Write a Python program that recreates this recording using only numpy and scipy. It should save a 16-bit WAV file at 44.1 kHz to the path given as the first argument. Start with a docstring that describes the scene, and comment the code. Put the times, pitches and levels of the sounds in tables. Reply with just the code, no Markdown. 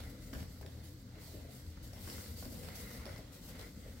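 """A goat kid shifts its hooves on the concrete floor of a quiet barn, then scampers off to the herd.
Each hoof makes a woody tap and a hard click, two tiny bursts of noise that echo off the stalls.
Clothing swishes close to a hand-held camera, which rumbles softly as it turns. Both are shaped
noise, as is a gritty scuffing. Other kids bump about further off, each bump a cluster of
fast-fading tones, over still air and a low hum."""
import sys
import numpy as np
from scipy import signal
from scipy.fft import rfft, irfft
from scipy.io import wavfile
from scipy.ndimage import uniform_filter1d

SR = 44100
rng = np.random.default_rng(int(sys.argv[2]) if len(sys.argv) > 2 else 0)


def waveform_to_disk(signal):
    """Save audio, clipped to [-1, 1], as 16-bit WAV at the path in sys.argv[1]."""
    frames = np.transpose(np.atleast_2d(signal))
    scaled = np.clip(frames, -1, 1) * 32767
    samples = np.round(scaled).astype(np.int16)
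    wavfile.write(sys.argv[1], SR, samples)


N = 176400  # 4 seconds
T = np.arange(N) / SR


def amp(db):
    """Turns decibels (dB) into a number to multiply a sound by."""
    return 10 ** (np.asarray(db) / 20)


def unit(x):
    """Scales a signal so that its average strength (rms) is 1."""
    return x / np.sqrt(np.mean(x ** 2) + 1e-20)


def at_pitch(table, hz):
    """Looks up a table by frequency, sliding between rows on a musical (log) scale."""
    freqs, values = np.transpose(table)
    return np.interp(np.log(hz + 1), np.log(freqs + 1), values)


def over_time(table):
    """Joins a table's timed values with straight lines."""
    return np.interp(T, *np.transpose(table))


def panned(db):
    """Left and right gains for a pan: how many dB louder the left side is."""
    return amp(np.array([[.5], [-.5]]) * db)


def drift(hz):
    """A smooth random wobble, mostly slower than hz."""
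    freqs = np.fft.rfftfreq(N, 1 / SR)
    return unit(irfft(rfft(rng.standard_normal(N)) * np.exp(-(freqs / hz) ** 2), N))


def hit(start, rise_s, decay_s):
    """The loudness shape of a hit: it rises quickly, then dies away."""
    t = np.maximum(T - start, 0)
    return np.minimum(t / rise_s, 1) * np.exp(-np.clip((t - rise_s) / decay_s, 0, 50))


# How alike left and right sound. Each row: frequency in Hz, likeness from 0 to 1.
STEREO_LIKENESS = [(60,.995),(170,.975),(300,.92),(480,.8),(690,.6),(1000,.15),(1500,0),(2050,.65),(2800,0),(15000,0)]

def noise(colour, patch_db=0, grain_db=0):
    """Stereo noise shaped by colour (dB at each frequency); grain roughens it, patches make it flicker."""
    grains = amp(grain_db * np.minimum(rng.exponential(1, N), 6))
    hz, _, bands = signal.stft(rng.standard_normal((2, N)) * grains, SR, nperseg=2048, noverlap=1536)
    alike = np.clip(at_pitch(STEREO_LIKENESS, hz), 0, 1)[:, None]
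    bands[1] = alike * bands[0] + np.sqrt(1 - alike ** 2) * bands[1]
    patches = uniform_filter1d(rng.standard_normal(bands.shape[1:]), size=12, axis=0)
    patches = unit(uniform_filter1d(patches, size=6, axis=1))
    hiss = signal.istft(bands * amp(patch_db * patches), nperseg=2048, noverlap=1536)[1][:, :N]
    return unit(irfft(rfft(hiss) * amp(colour(np.fft.rfftfreq(N, 1 / SR))), N))


# The tone of the still air. Each row: frequency in Hz, relative level in dB.
AIR_COLOUR = [(15,-43),(28,-8),(45,4.5),(62,1),(95,-3),(158,-2.5),(284,-9),(365,-18.5),(510,-18.5),(700,-32.5),(1050,-28),(1500,-24),(2050,-34),(2600,-33),(4600,-25.5),(5800,-30),(7900,-31),(10100,-45),(11600,-30.5),(13000,-40),(15800,-34)]
# Low hums. Each row: pitch in Hz, how far it wanders in Hz, a list of (seconds, level in dB).
HUMS = [(83.2,4.93,[(0,-67),(.8,-52),(1.2,-57),(1.6,-56),(2.1,-52),(2.7,-61),(3.3,-66),(4,-62)]),(116.15,6.19,[(0,-58),(.8,-56),(1.2,-58.5),(1.8,-62),(2.5,-63),(4,-64.5)]),(282,18,[(0,-66.5),(1,-63),(2,-68),(4,-68.5)])]

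def room_tone():
    """Still air, with low hums that waver in loudness and pitch."""
    hum = np.zeros(N)
    for hz, wander_hz, levels in HUMS:
        loudness = amp(over_time(levels)) * (1 + 0.3 * drift(5.8))
        phase = 2 * np.pi * np.cumsum(hz + wander_hz * drift(8.63)) / SR
        hum += loudness * np.sqrt(2) * np.sin(phase)
    return hum + amp(-54.5) * noise(lambda f: at_pitch(AIR_COLOUR, f), patch_db=2.03)


# The tone of the camera's rumble. Each row: frequency in Hz, relative level in dB.
RUMBLE_COLOUR = [(15,-58),(27,-35),(40,-5),(60,-2.5),(90,2.5),(135,-17),(170,-8),(240,-7),(370,-22.5),(500,-13),(800,-33.5),(1500,-65),(4000,-82)]
# How the rumble swells and sinks. Each row: time in seconds, level in dB.
RUMBLE_LEVELS = [(0,-51.5),(.5,-55.5),(1.1,-60),(1.5,-63),(1.9,-54.5),(2.15,-52.5),(2.6,-49.5),(3.08,-52.5),(3.15,-61),(3.45,-58),(3.65,-53.5),(4,-55.5)]
# Soft thumps of the hand on the camera. 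Each row: start in seconds, level in dB.
THUMPS = [(.005,-41),(.358,-35.5),(0.402,-40.5),(0.613,-40),(1.67,-39.5),(1.832,-43),(2.18,-37.5),(2.353,-45),(2.42,-43),(2.552,-64),(2.633,-39),(2.981,-37),(3.1,-40)]

def camera_handling():
    """The moving camera rumbles, with short low thumps at slightly different pitches."""
    sound = amp(over_time(RUMBLE_LEVELS)) * noise(lambda f: at_pitch(RUMBLE_COLOUR, f), patch_db=2)
    pitches_hz = 76.2 * rng.normal(1, 0.1, len(THUMPS))
    for (start, db), hz in zip(THUMPS, pitches_hz):
        tone = np.sin(2 * np.pi * hz * (T - start))
        sound += amp(db) * hit(start, rise_s=0.007, decay_s=0.023) * tone
    return sound


# Swishes of clothing. Each row: start, length and rise time, all in seconds, then level in dB.
SWISHES = [(0,0.25,0.0039,-62),(0.194,0.19,0.042,-58.5),(0.322,0.15,0.09,-57),(0.472,0.25,0.032,-62.5),(0.683,0.3,.04,-68),(0.826,0.13,0.02,-59.5),(0.972,0.063,0.045,-64.5),(1.181,0.26,0.063,-55.5),(1.467,0.18,0.091,-57),(1.623,0.13,0.071,-63),(1.823,0.1,0.012,-56.5),(1.912,0.13,0.028,-60.5),(1.95,0.44,0.16,-50),(2.357,0.16,0.026,-50.5),(2.48,0.32,0.071,-53.5),(2.74,0.28,0.017,-51.5),(2.886,0.12,0.047,-55),(3.047,0.2,0.063,-62),(3.317,0.094,0.02,-56.5),(3.398,0.16,0.07,-55.5),(3.572,0.16,.02,-58.5),(3.677,0.97,0.12,-65)]
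# Small ticks in the cloth. Each row: start in seconds, level in dB.
TICKS = [(.095,-54.5),(0.335,-54),(.610,-56.5),(1.932,-66),(2.377,-64),(2.753,-48.5),(2.80,-56),(3.047,-67),(3.179,-57),(3.488,-54),(3.587,-61)]
# The tone of a swish (low and high parts) and a tick. Each row: frequency in Hz, relative level in dB.
SWISH_LOWS = [(100,-46),(600,-2.5),(1500,-12)]
SWISH_HIGHS = [(1470, -55), (2500, -6.5), (2740, -5), (2990, -4), (3250, -6.5), (4030, -1), (4560, 0),
               (6820, -4), (8080, -1), (10300, -8), (11600, 1.5), (13200, -5), (15100, -1), (15800, -1)]
TICK_COLOUR = [(500,-33),(2000,-5),(5000,2),(10000,-4),(12500,3.5),(15800,-1.5)]
# Which side the cloth is on. Each row: time in seconds, pan in dB (above 0 is left).
CLOTH_PAN = [(0,.5),(1.3,-2),(2.2,1.5),(2.8,1.5),(3.3,2),(4,6)]

def cloth():
    """Fibres slip in swishes that swell and fade; now and then one catches with a tick."""
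    fall_db = -10  # how far a swish has faded at the end of its length
    power = np.zeros(N)
    for start, length, rise, db in SWISHES:
        t = np.maximum(T - start, 0)
        swell = np.sin(np.pi / 2 * np.minimum(t / rise, 1))
        fade = np.minimum(np.maximum(t - rise, 0) / max(length - rise, .01), 3)
        power += (swell * amp(db + fall_db * fade ** 2)) ** 2
    fibres = noise(lambda f: at_pitch(SWISH_LOWS + SWISH_HIGHS, f), patch_db=2.26, grain_db=2.5)
    catches = sum(amp(db) * hit(start, rise_s=0.003, decay_s=0.013) for start, db in TICKS)
    ticks = catches * noise(lambda f: at_pitch(TICK_COLOUR, f))
    swishes = fibres * np.sqrt(power) * amp(0.5 * drift(65))
    return (swishes + ticks) * panned(over_time(CLOTH_PAN))


def resonance(hz, centre, width):
    """A steep peak, in dB, that keeps only the frequencies near its centre."""
    return -20 * np.log10(1 + ((hz - centre) / width) ** 2)


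# The tone of the scuffing. Each row: frequency in Hz, relative level in dB.
SCUFF_COLOUR = [(200,2),(380,1),(500,2),(750,0.5),(1100,-5.5),(1400,-6),(1800,-3),(2500,-9),(3500,-7.5),(8000,-19)]
# Pitches that the scuffing sets ringing. Each row: pitch in Hz, width in Hz, relative level in dB.
RINGS = [(500,47,-5),(1370,170,-6),(2049,166,-1.5)]
# How loud the scuffing and its ringing are. Each row: time in seconds, level in dB.
SCUFF_LEVELS = [(0,-57),(.28,-71.5),(.4,-59.5),(.55,-73.5),(.83,-63.5),(1.05,-75.5),(1.2,-62.5),(1.7,-67.5),(1.95,-62),(2.13,-58),(2.35,-69),(2.55,-61),(2.7,-58.5),(3.12,-57),(3.3,-63),(3.47,-62.5),(3.57,-53.5),(3.66,-61),(3.76,-71),(3.9,-62),(4,-68)]
RING_LEVELS = [(0,-71),(.07,-62.5),(.15,-71),(.23,-69),(.3,-68.5),(.36,-71),(.47,-73.5),(1.05,-78.5),(1.2,-69),(1.36,-74.5),(1.52,-69.5),(1.68,-77.5),(1.95,-71.5),(2.09,-64),(2.2,-63.5),(2.33,-69),(2.45,-69.5),(2.55,-71),(2.72,-60),(2.85,-60),(2.98,-60.5),(3.1,-58.5),(3.16,-61.5),(3.3,-79),(3.48,-76),(3.56,-63.5),(3.65,-58),(3.72,-74),(3.8,-72),(3.88,-67),(4,-77)]

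def scuffing():
    """Gritty scuffing and rustling, with a fluttering ring made of narrow bands of noise."""
    grit = noise(lambda f: at_pitch(SCUFF_COLOUR, f), patch_db=2.0, grain_db=3.0)
    grit *= amp(1.5 * drift(33))
    ring = sum(amp(db) * noise(lambda f: resonance(f, hz, width)) for hz, width, db in RINGS)
    return amp(over_time(SCUFF_LEVELS)) * grit + amp(over_time(RING_LEVELS)) * ring


# Hoof falls. Each row: start in seconds, tap level in dB, click level in dB, pan in dB.
HOOF_FALLS = [(.003,-54,-49,-1),(.037,-53.5,-57,1),(.330,-45.5,-51.5,-2),(.334,-49,-52,-2),(0.35,-48,-51,2),(.356,-50.5,-58,-6),(0.382,-57,-56,-2),(0.404,-52.5,-54,4),(.427,-49,-64,-4),(0.611,-54,-66,7),(0.627,-52,-73,1),(.662,-53,-50,-2),(1.090,-59,-76,4),(1.155,-52,-64,2),(1.184,-53.5,-70,-2),(1.664,-68,-58,-1),(1.772,-55,-71,-1),(1.933,-56.5,-55,10),(2.074,-48,-65,5),(2.099,-50.5,-44.5,-1),(2.180,-48,-52,-2),(2.209,-50.5,-56,-4),(2.261,-52.5,-57,-1),(2.425,-46,-55,-3),(2.453,-53,-51.5,-7),(2.513,-61,-71,-5),(2.632,-48.5,-55,2),(2.647,-52,-52.5,-2),(2.654,-49.5,-58,-6),(2.686,-45.5,-49,-4),(3.055,-49,-49,-3),(3.064,-46.5,-52,3),(3.092,-47,-69,0),(3.161,-50,-53,4),(3.179,-64,-57,-3),(3.594,-55,-48.5,-3),(3.612,-57,-51,8)]
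# The tone of a tap and of a click. Each row: frequency in Hz, relative level in dB.
TAP_COLOUR = [(80,-26),(250,9.5),(380,2.5),(550,-3),(800,1),(1100,-3),(1700,-0.5),(2300,-7.5),(2800,-10.5),(4300,-30),(6500,-23),(15000,-34)]
CLICK_COLOUR = [(600,-40),(1800,-14.5),(3200,-4.5),(4600,-3.5),(5400,-2),(6500,-12.5),(9000,-12),(15000,-18)]

def hooves():
    """Each hoof gives a woody tap and a hard click of its rim on concrete; the stalls echo both."""
    taps, clicks = np.zeros((2, N)), np.zeros((2, N))
    for start, tap_db, click_db, pan in HOOF_FALLS:
        taps += amp(tap_db) * panned(pan) * hit(start, rise_s=0.001, decay_s=0.004)
        clicks += amp(click_db) * panned(pan) * hit(start, rise_s=0.00076, decay_s=0.0023)
    taps *= noise(lambda f: at_pitch(TAP_COLOUR, f), patch_db=3.0)
    clicks *= noise(lambda f: at_pitch(CLICK_COLOUR, f), patch_db=4.0)
    steps = taps + clicks
    return steps + amp(-1) * barn_echo(steps)


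# How long the barn echoes. Each row: frequency in Hz, seconds taken to fade by 60 dB.
ECHO_TIMES = [(100,0.17),(500,0.58),(2000,0.27),(6000,0.68),(15000,0.41)]

def barn_echo(sound):
    """The wooden stalls scatter a sound into a smooth, fading tail."""
    hz, t, bands = signal.stft(rng.standard_normal((2, SR // 2)), SR, nperseg=256)
    fade = amp(-60 * t / at_pitch(ECHO_TIMES, hz)[:, None])
    tail = signal.istft(bands * fade, nperseg=256)[1]
    tail *= np.minimum(np.arange(tail.shape[1]) / SR / 0.004, 1)  # builds up over 4 ms
    return signal.fftconvolve(sound, tail / np.linalg.norm(tail[0]), axes=1)[:, :N]


# Hollow bumps further off. Each row: start in seconds, level in dB, middle pitch in Hz.
BUMPS = [(.330,-56,560),(.354,-57,573),(.403,-42.5,142),(0.613,-59.5,485),(0.644,-53.5,488),(.70,-67,490),(1.165,-58.5,526),(1.275,-61,554),(1.335,-50,283),(1.340,-52,491),(1.367,-58,490),(1.445,-56,528),(1.485,-58.5,565),(1.539,-62.5,532),(1.93,-58.5,570),(2.07,-49,270),(2.281,-53,242),(2.447,-53,531),(2.458,-43.5,242),(2.517,-50.5,245),(2.666,-43.5,203),(3.06,-49,547),(3.185,-53,574),(3.588,-54,499),(3.65,-63,196),(3.77,-53,201),(3.811,-53.5,195),(3.859,-55,500)]

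def herd_bumps():
    """Other kids bump about: each dull, hollow knock is eleven close tones that die quickly."""
    bumps = np.zeros((2, N))
    spread = 0.349  # tones reach about this share of the middle pitch above and below it
    offsets = np.arange(-5, 6) / 5
    weights = np.exp(-offsets ** 2)  # the middle tones are loudest
    for start, db, hz in BUMPS:
        jitter, phases = rng.random((2, len(offsets)))
        t = np.maximum(T - start, 0)
        ringing = (t > 0) & (t < .2)
        pitches = hz * (1 + spread * (offsets + 0.18 * (jitter - .5)))
        tones = np.sin(2 * np.pi * (pitches[:, None] * t[ringing] + phases[:, None]))
        loudness = amp(db) * hit(start, rise_s=0.0064, decay_s=0.021)
        bumps[:, ringing] += loudness[ringing] * unit(weights @ tones)
    return bumps + amp(-4) * barn_echo(bumps)


def scene():
    """Everything heard in the barn, added together."""
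    return room_tone() + camera_handling() + cloth() + scuffing() + hooves() + herd_bumps()


# The balance of the two microphones. Each row: frequency in Hz, how many dB louder the left one is.
MIC_BALANCE = [(60,2),(170,1.6),(300,2.5),(480,1.5),(750,-0.2),(1400,1.5),(2100,1),(2600,-1),(3100,-5),(3600,-5.5),(4200,-5),(4800,-8),(5400,5),(6000,1),(6800,4.5),(7800,4.5),(9000,7),(9700,8),(10400,3.5),(11500,-6.5),(12500,5.5),(14200,2.5),(15600,-4)]

def record(dry):
    """Each microphone colours the sound in its own way; then the highest treble is cut off."""
    hz = np.fft.rfftfreq(N, 1 / SR)
    coloured = irfft(rfft(dry) * panned(at_pitch(MIC_BALANCE, hz)), N)
    treble_cut = signal.firwin(511, cutoff=15900, window=("kaiser", 9), fs=SR)
    return signal.oaconvolve(coloured, treble_cut[None], "same")


dry = scene()
out = record(dry)
waveform_to_disk(out)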